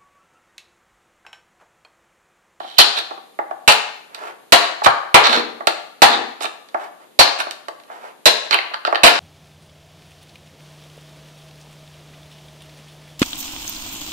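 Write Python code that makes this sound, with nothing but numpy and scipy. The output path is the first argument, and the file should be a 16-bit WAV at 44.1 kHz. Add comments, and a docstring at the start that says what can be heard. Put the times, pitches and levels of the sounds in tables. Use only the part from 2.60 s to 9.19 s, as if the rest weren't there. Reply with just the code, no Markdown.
"""A knife stabs nine times into the lid of a tin can on a kitchen counter and is worked free between blows.
Each stab knocks the can, clangs the torn lid and cracks at the knife's point. In between, the blade
scrapes and catches, the lid pops, and the can rocks and slides. Twice the counter shudders.
The kitchen echoes over a soft hush of air, and loud stabs overload the two close microphones."""
import sys
import numpy as np
from scipy import signal
from scipy.fft import rfft, irfft, next_fast_len
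from scipy.io import wavfile
from scipy.ndimage import uniform_filter1d

SR = 44100
rng = np.random.default_rng(int(sys.argv[2]) if len(sys.argv) > 2 else 0)


def dump(signal):
    """Clip the signal to [-1, 1] and save it as 16-bit WAV at the path in sys.argv[1]."""
    limited = np.clip(np.atleast_2d(signal).T, -1, 1)
    pcm = np.round(limited * 32767).astype(np.int16)
    wavfile.write(sys.argv[1], SR, pcm)


N = 290715

# the can rocks back onto the counter: (time [s], level [dB], ring pitch [Hz])
KNOCKS = [(0.003, -27, 770), (0.045, -31, 746), (0.509, -25.5, 780), (0.576, -32, 764), (0.789, -16, 832),
          (0.910, -22, 760), (2.218, -19.5, 850), (3.006, -22, 790), (4.144, -14.5, 657),
          (4.868, -22.5, 760), (5.083, -23.5, 652), (5.300, -32.5, 710), (6.113, -32, 715),
          (6.275, -14.5, 753), (6.326, -9, 800)]
# steel drags on tin: (loudest time [s], length [s], level [dB], rasp [dB], squeal [dB], flap pitch [Hz])
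SCRAPES = [ (0.101, 0.29, -49.5, -12.5, 5, 3240), (0.211, 0.041, -20.5, 13, 9.5, 3150),
           (0.38, 0.043, -25.5, 7.5, -1, 3600), (2.043, 0.092, -28, -4, -19, 3600),
           (2.248, 0.019, -18.5, 9.5, -8, 4530), (2.657, 0.037, -14, -1, -2.5, 4150),
           (2.738, .11, -17.5, 3, -4.5, 4200), (3.532, 0.048, -22, -5, -0.5, 3600),
           (3.828, .026, -28.5, 12, -19, 4200), (3.857, .009, -20, 3.5, -9.5, 4350),
           (4.804, 0.029, -23, 4, -20, 2920), (5.938, 0.032, -12.5, -4, -9, 2320),
           (6.267, 0.015, -23, -3.5, -17, 5250), (6.473, 0.027, -5.5, 4.5, -8.5, 2250),
           (6.529, 0.11, -29, -10.5, -4, 5100), ]
# full blows; harder ones crack more and knock less:
# (time [s], level [dB], hardness [dB], can pitch [Hz], flap pitch [Hz], flap boost [dB], crunch fade [s])
STABS = [ (0.184, -15.5, 5, 786, 4150, 6, 0.086), (1.077, -14.5, 3, 812, 2640, -1.5, 0.13),
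         (1.922, -11, 2.5, 739, 3370, -11, 0.077), (2.26, -25.5, -6.5, 788, 1240, 12.5, 0.058),
         (2.543, -11.5, -2, 764, 2280, 0.5, 0.071), (3.419, -11.5, 0.5, 798, 4400, -15.5, 0.11),
         (4.59, -15, 0, 731, 4320, 4, 0.13), (5.656, -16, 4, 684, 3920, 4, 0.099),
         (6.434, -13, 2.5, 734, 2450, -4, .17), ]
# the blade catches on the cut edge: (time [s], level [dB], hardness [dB])
TAPS = [(0.387, -25.5, 4), (1.122, -14, 7), (1.547, -34.5, 9.5), (3.071, -11.5, -1), (3.807, -31.5, -6),
        (3.843, -29, -7.5), (4.087, -48.5, 3.5), (4.910, -31, 14), (5.084, -37.5, 8), (5.199, -50, -2),
        (5.236, -53, 5)]
# the can slides: (loudest time [s], rise [s], fall [s], level [dB])
SLIDES = [(1.671, 0.11, 0.044, -32.5), (4.23, 0.06, 0.041, -34), (4.42, 0.03, 0.039, -47.5),
          (5.33, 0.037, 0.078, -38), (5.46, 0.051, 0.046, -36.5)]
# the lid buckles: (time [s], level [dB], pitch [Hz])
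POPS = [(2.306, -26.5, 1157), (4.676, -23.5, 770), (5.909, -18.5, 4320), (5.988, -21.5, 2060),
        (6.137, -33.5, 1340), (6.142, -25.5, 1170), (6.25, -22, 1330), (6.348, -24, 1880),
        (6.356, -18, 1790)]
# the counter shudders: (loudest time [s], rise [s], fall [s], level [dB])
SHUDDERS = [(2.72, 0.06, 0.19, -32), (3.521, 0.04, 0.11, -32)]

# the notes each part rings at; narrow ones ring longer: (pitch [Hz], width [Hz], level [dB])
RIM_NOTES = [(328.4, 61, -11), (555, 128, -6.5), (685, 123, -0.5), (832, 127, -2), (916, 42, -3.5),
             (1143, 100, -2.5), (1500, 930, -17), (1930, 410, -15.5)]  # the can's bottom rim on the counter
CAN_NOTES = [(323, 100, -16), (537, 81, -7), (673, 57, -3), (778.5, 78.4, -1.5), (944, 248, -5.5),
             (1141, 105, -2.5), (1645, 930, -16)]
LID_NOTES = [(1370, 166, 1), (1773, 297, 1), (2558, 736, -0.5), (3335, 940, 1), (3828, 830, 3),
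             (4413, 810, -1), (4974, 150, -11.5)]
COUNTER_NOTES = [(241, 80, -2.5), (353.6, 12, -2), (427.6, 48, -2.5)]
THUMP_NOTES = [(72, 16, 0)]  # the counter gives under a blunt blow

# tone of the room's air, the knife's point and the sliding rim: (frequency [Hz], level [dB])
AIR_TONE = [(18, -22), (30, 0.5), (97, -5.5), (253, -1), (437, 0.5), (612, -3.5), (1410, -15.5),
            (3780, -12.5), (6040, -24.5), (6530, -16.5), (7830, -22), (8690, -18), (12800, -17.5),
            (15000, -42)]
POINT_TONE = [(1500, -9.5), (4000, 7.5), (6000, -1.5), (9000, -4), (13000, -10), (15000, -24)]
GRIT_TONE = [(120, -52), (350, -7), (750, 4), (1300, -1.5), (2200, -9), (4000, -21), (8000, -30.5),
             (14000, -35.5)]

# how long the kitchen's echo takes to drop 60 dB: (frequency [Hz], fade time [s])
ECHO_FADE = [(100, 0.043), (250, 0.57), (700, 0.6), (2000, 0.63), (4200, 0.55), (7000, 0.56), (14000, 0.21)]
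# stereo balance of the echo and of the direct sound: (frequency [Hz], left minus right [dB])
ECHO_BALANCE = [(150, 0.5), (400, 10), (1300, 2), (4400, 5), (8000, -2), (14000, -8)]
DIRECT_BALANCE = [(300, 0.0), (800, -6), (2000, -8.5), (8000, -13), (14000, -7.5)]

CAN_HZ = 739  # pitch of the can held at rest
HEAVY_DB, COUNTER_GROWS = -9.5, 0.84  # a heavy blow; counter dB gained per dB of blow


def amp(db):
    """Turn decibels into a gain."""
    return 10 ** (np.asarray(db) / 20)


def unit(x):
    """Scale x to an average (rms) level of 1."""
    return x / np.sqrt(np.mean(x ** 2) + 1e-20)


def along(points, hz):
    """Read between the rows of a (frequency, value) table, on a log scale."""
    f, v = np.transpose(points)
    return np.interp(np.log(hz + 1), np.log(f + 1), v)


def filtered(x, response):
    """Multiply each frequency in x by response(frequency)."""
    n = x.shape[-1]
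    padded = next_fast_len(n + 4096)
    return irfft(rfft(x, padded) * response(np.fft.rfftfreq(padded, 1 / SR)), padded)[..., :n]


def ring(x, notes, stretch=1):
    """Let the force x ring an object's notes, pitches times stretch; the energy stays the same."""
    low, high = notes[0][0] / 2, notes[-1][0] * 2

    def response(f):
        peaks = sum((-1) ** k * amp(db) * 1j * f * width / (hz * hz - f * f + 1j * f * width)
                    for k, (hz, width, db) in enumerate(notes))
        roll_off = (1j * f / (low + 1j * f)) ** 2 * (high / (high + 1j * f)) ** 2
        return peaks * roll_off

    return unit(filtered(x, lambda f: response(f / stretch))) * np.std(x)


def colour(x, tone):
    """Shape x with a tone table; the energy stays the same."""
    return unit(filtered(x, lambda f: amp(along(tone, f)))) * np.std(x)


def add(track, s, sound):
    """Mix a sound into the track at s seconds."""
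    start = round(s * SR)
    sound = sound[max(-start, 0):max(N - start, 0)]
    track[max(start, 0):][:len(sound)] += sound


def impact(fade_s, snap):
    """The force of one hit: a snap, then tin buckling as it dies away."""
    t = np.arange(SR // 3) / SR
    force = rng.standard_normal(len(t)) * amp(-60 * t / fade_s)
    force /= np.linalg.norm(force)
    force[0] += snap
    # a hard hit feeds all frequencies evenly, and ends when the blade stops
    force = irfft(np.exp(1j * np.angle(rfft(force, SR))))[:len(t)]
    force *= np.exp(-(2 * t / fade_s) ** 2)
    return force / np.linalg.norm(force) * np.sqrt(SR / 100)  # the energy of 10 ms at level 1


def friction(rise, fall, rough_db):
    """The force of rubbing that sticks and slips; it swells for two rise times, then fades."""
    t = np.arange(round((2 * rise + 3 * fall) * SR) + SR // 20) / SR - 2 * rise
    slips = unit(uniform_filter1d(rng.standard_normal(SR), SR // 500))[:len(t)]
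    grain = unit(rng.standard_normal(SR)[:len(t)] * amp(rough_db * slips))
    return grain * np.exp(-(t / np.where(t < 0, rise, fall)) ** 2)


def room_air(level_db=-53):
    """The air in the room makes a steady hush."""
    return amp(level_db) * colour(rng.standard_normal((2, N)), AIR_TONE)


def can_knocks(knock_db=-3.5, ring_db=-7, ring_width_hz=35, lid_db=-17, point_db=-38):
    """The bottom rim meets the counter: a hollow knock with a trace of the lid's lowest notes."""
    out = np.zeros(N)
    for s, db, can_hz in KNOCKS:
        can_note = [(can_hz, ring_width_hz, 0)]
        add(out, s, amp(db + knock_db) * ring(impact(fade_s=0.02, snap=0.63), RIM_NOTES))
        add(out, s, amp(db + ring_db) * ring(impact(fade_s=0.02, snap=0.5), can_note))
        add(out, s, amp(db + lid_db) * ring(impact(fade_s=0.033, snap=0.049), LID_NOTES[:2]))
        add(out, s, amp(db + point_db) * colour(impact(fade_s=0.013, snap=0.05), POINT_TONE))
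    return out


def blade_scrapes(can_db=-4, lid_db=-1.5, point_db=-13, flap_db=0.5, flap_width_hz=450):
    """The blade drags through the slit and shakes the tin; its edge rasps and the cut flap squeals."""
    out = np.zeros(N)
    for s, length, db, rasp_db, squeal_db, flap_hz in SCRAPES:
        rise = fall = length / 2
        force = friction(rise, fall, rough_db=4.5)
        tin = amp(can_db) * ring(force, CAN_NOTES) + amp(lid_db) * ring(force, LID_NOTES)
        rasp = amp(point_db + rasp_db) * colour(force, POINT_TONE)
        squeal = amp(flap_db + squeal_db) * ring(force, [(flap_hz, flap_width_hz, 0)])
        add(out, s - 2 * rise, amp(db) * (tin + rasp + squeal))
    return out


def knife_stabs(counter_db=-11, thump_db=2, can_db=10.5, lid_db=9, point_db=1,
                ring_db=5, ring_width_hz=40, flap_db=7, flap_width_hz=420):
    """The point punches through: the counter, can, lid and freshly cut flap all ring."""
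    out = np.zeros(N)
    for s, db, hard, can_hz, flap_hz, flap_boost, crunch in STABS:
        push_db = HEAVY_DB + COUNTER_GROWS * (db - HEAVY_DB)
        can_note = [(can_hz, ring_width_hz, 0)]
        flap_note = [(flap_hz, flap_width_hz, 0)]
        add(out, s, amp(push_db + counter_db) * ring(impact(crunch, snap=0.72), COUNTER_NOTES))
        add(out, s, amp(db - 2 * hard + thump_db) * ring(impact(crunch, snap=0.76), THUMP_NOTES))
        add(out, s, amp(db - hard + can_db) * ring(impact(crunch, snap=0.22), CAN_NOTES, can_hz / CAN_HZ))
        add(out, s, amp(db - hard + ring_db) * ring(impact(crunch, snap=0.24), can_note))
        add(out, s, amp(db + lid_db) * ring(impact(crunch, snap=0.22), LID_NOTES))
        add(out, s, amp(db + flap_boost + flap_db) * ring(impact(crunch, snap=0.21), flap_note))
        add(out, s, amp(db + hard + point_db) * colour(impact(1.1 * crunch, snap=0.079), POINT_TONE))
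    return out


def blade_taps(knock_db=-1, lid_db=-2, point_db=-9):
    """The blade catches on the cut edge and nudges the can."""
    out = np.zeros(N)
    for s, db, hard in TAPS:
        add(out, s, amp(db - hard + knock_db) * ring(impact(fade_s=0.037, snap=0.93), RIM_NOTES))
        add(out, s, amp(db + lid_db) * ring(impact(fade_s=0.021, snap=0.049), LID_NOTES))
        add(out, s, amp(db + hard / 2 + point_db) * colour(impact(fade_s=0.0086, snap=0.05), POINT_TONE))
    return out


def can_slides(level_db=-2):
    """The hand shifts the can, and its bottom rim grinds softly over the counter."""
    out = np.zeros(N)
    for s, rise, fall, db in SLIDES:
        force = friction(rise, fall, rough_db=2.5)
        add(out, s - 2 * rise, amp(db + level_db) * colour(force, GRIT_TONE))
    return out


def lid_pops(knock_db=-5, lid_db=-3, point_db=-22, note_db=1, width_hz=260):
    """The blade levers the lid until it snaps over with a short, pitched tock."""
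    out = np.zeros(N)
    for s, db, hz in POPS:
        force = impact(fade_s=0.009, snap=0.25)
        tin = amp(knock_db) * ring(force, RIM_NOTES) + amp(lid_db) * ring(force, LID_NOTES)
        click = amp(point_db) * colour(force, POINT_TONE)
        tock = amp(note_db) * ring(force, [(hz, width_hz, 0)])
        add(out, s, amp(db) * (tin + click + tock))
    return out


def counter_shudders():
    """Two of the heaviest blows leave the counter shaking."""
    out = np.zeros(N)
    for s, rise, fall, db in SHUDDERS:
        force = friction(rise, fall, rough_db=7)
        add(out, s - 2 * rise, amp(db) * ring(force, COUNTER_NOTES))
    return out


def direct_sound(x, lag_s=0.0003757):
    """The can stands nearer the right microphone, so the left hears it later and duller."""
    def response(f):
        half_db = along(DIRECT_BALANCE, f) / 2
        delay = np.exp(-2j * np.pi * f * lag_s)
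        return np.array([amp(half_db) * delay, amp(-half_db)])

    return filtered(x, response)


def kitchen_echo(x, early_db, early_fade_s=0.1, build_s=0.00052):
    """Nearby hard surfaces answer at once, then the room dies away, deep bass and high treble first."""
    hz, t, noise = signal.stft(rng.standard_normal((2, SR)), SR, nperseg=256)
    early = amp(early_db - 60 * t / early_fade_s)
    late = amp(-60 * t / along(ECHO_FADE, hz)[:, None])
    tail = signal.istft(noise * (early + late), SR, nperseg=256)[1]
    tail *= 1 - np.exp(-np.arange(tail.shape[1]) / SR / build_s)
    echo = signal.fftconvolve(x[None], tail / np.linalg.norm(tail[0]), axes=1)[:, :N]
    return filtered(echo, lambda f: amp(np.outer([0.5, -0.5], along(ECHO_BALANCE, f))))


def gain_control(x, depth_db=7, response_s=0.17):
    """Peaks above 1 turn the volume down; it takes a moment to bite and then creeps back."""
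    excess = np.clip(np.abs(x).max(axis=0) - 1, 0, 1)
    keep = np.exp(-1 / (response_s * SR))
    smoothed = signal.lfilter([1 - keep], [1, -keep], excess)
    return x * amp(-depth_db * smoothed)


def scene(heavy_echo_db=0.5, light_echo_db=-2):
    """Knife and can, heard directly and as echo; the full blows fill the room most."""
    heavy = knife_stabs() + counter_shudders()
    light = can_knocks() + blade_taps() + lid_pops() + blade_scrapes() + can_slides()
    echo = amp(heavy_echo_db) * kitchen_echo(heavy, early_db=5)
    echo += amp(light_echo_db) * kitchen_echo(light, early_db=3)
    return direct_sound(heavy + light) + echo + room_air()


def record(dry, low_cut_hz=180, high_cut_hz=15000):
    """The microphones cut the bass, overload on loud stabs and lose the highest treble."""
    thin = signal.sosfilt(signal.butter(3, low_cut_hz, "highpass", fs=SR, output="sos"), dry)
    clipped = np.clip(gain_control(thin), -0.98, 0.98)  # smears a stab down to the lowest notes
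    return filtered(clipped, lambda f: 1 / np.sqrt(1 + (f / high_cut_hz) ** 80))


dry = scene()
out = record(dry)
dump(out)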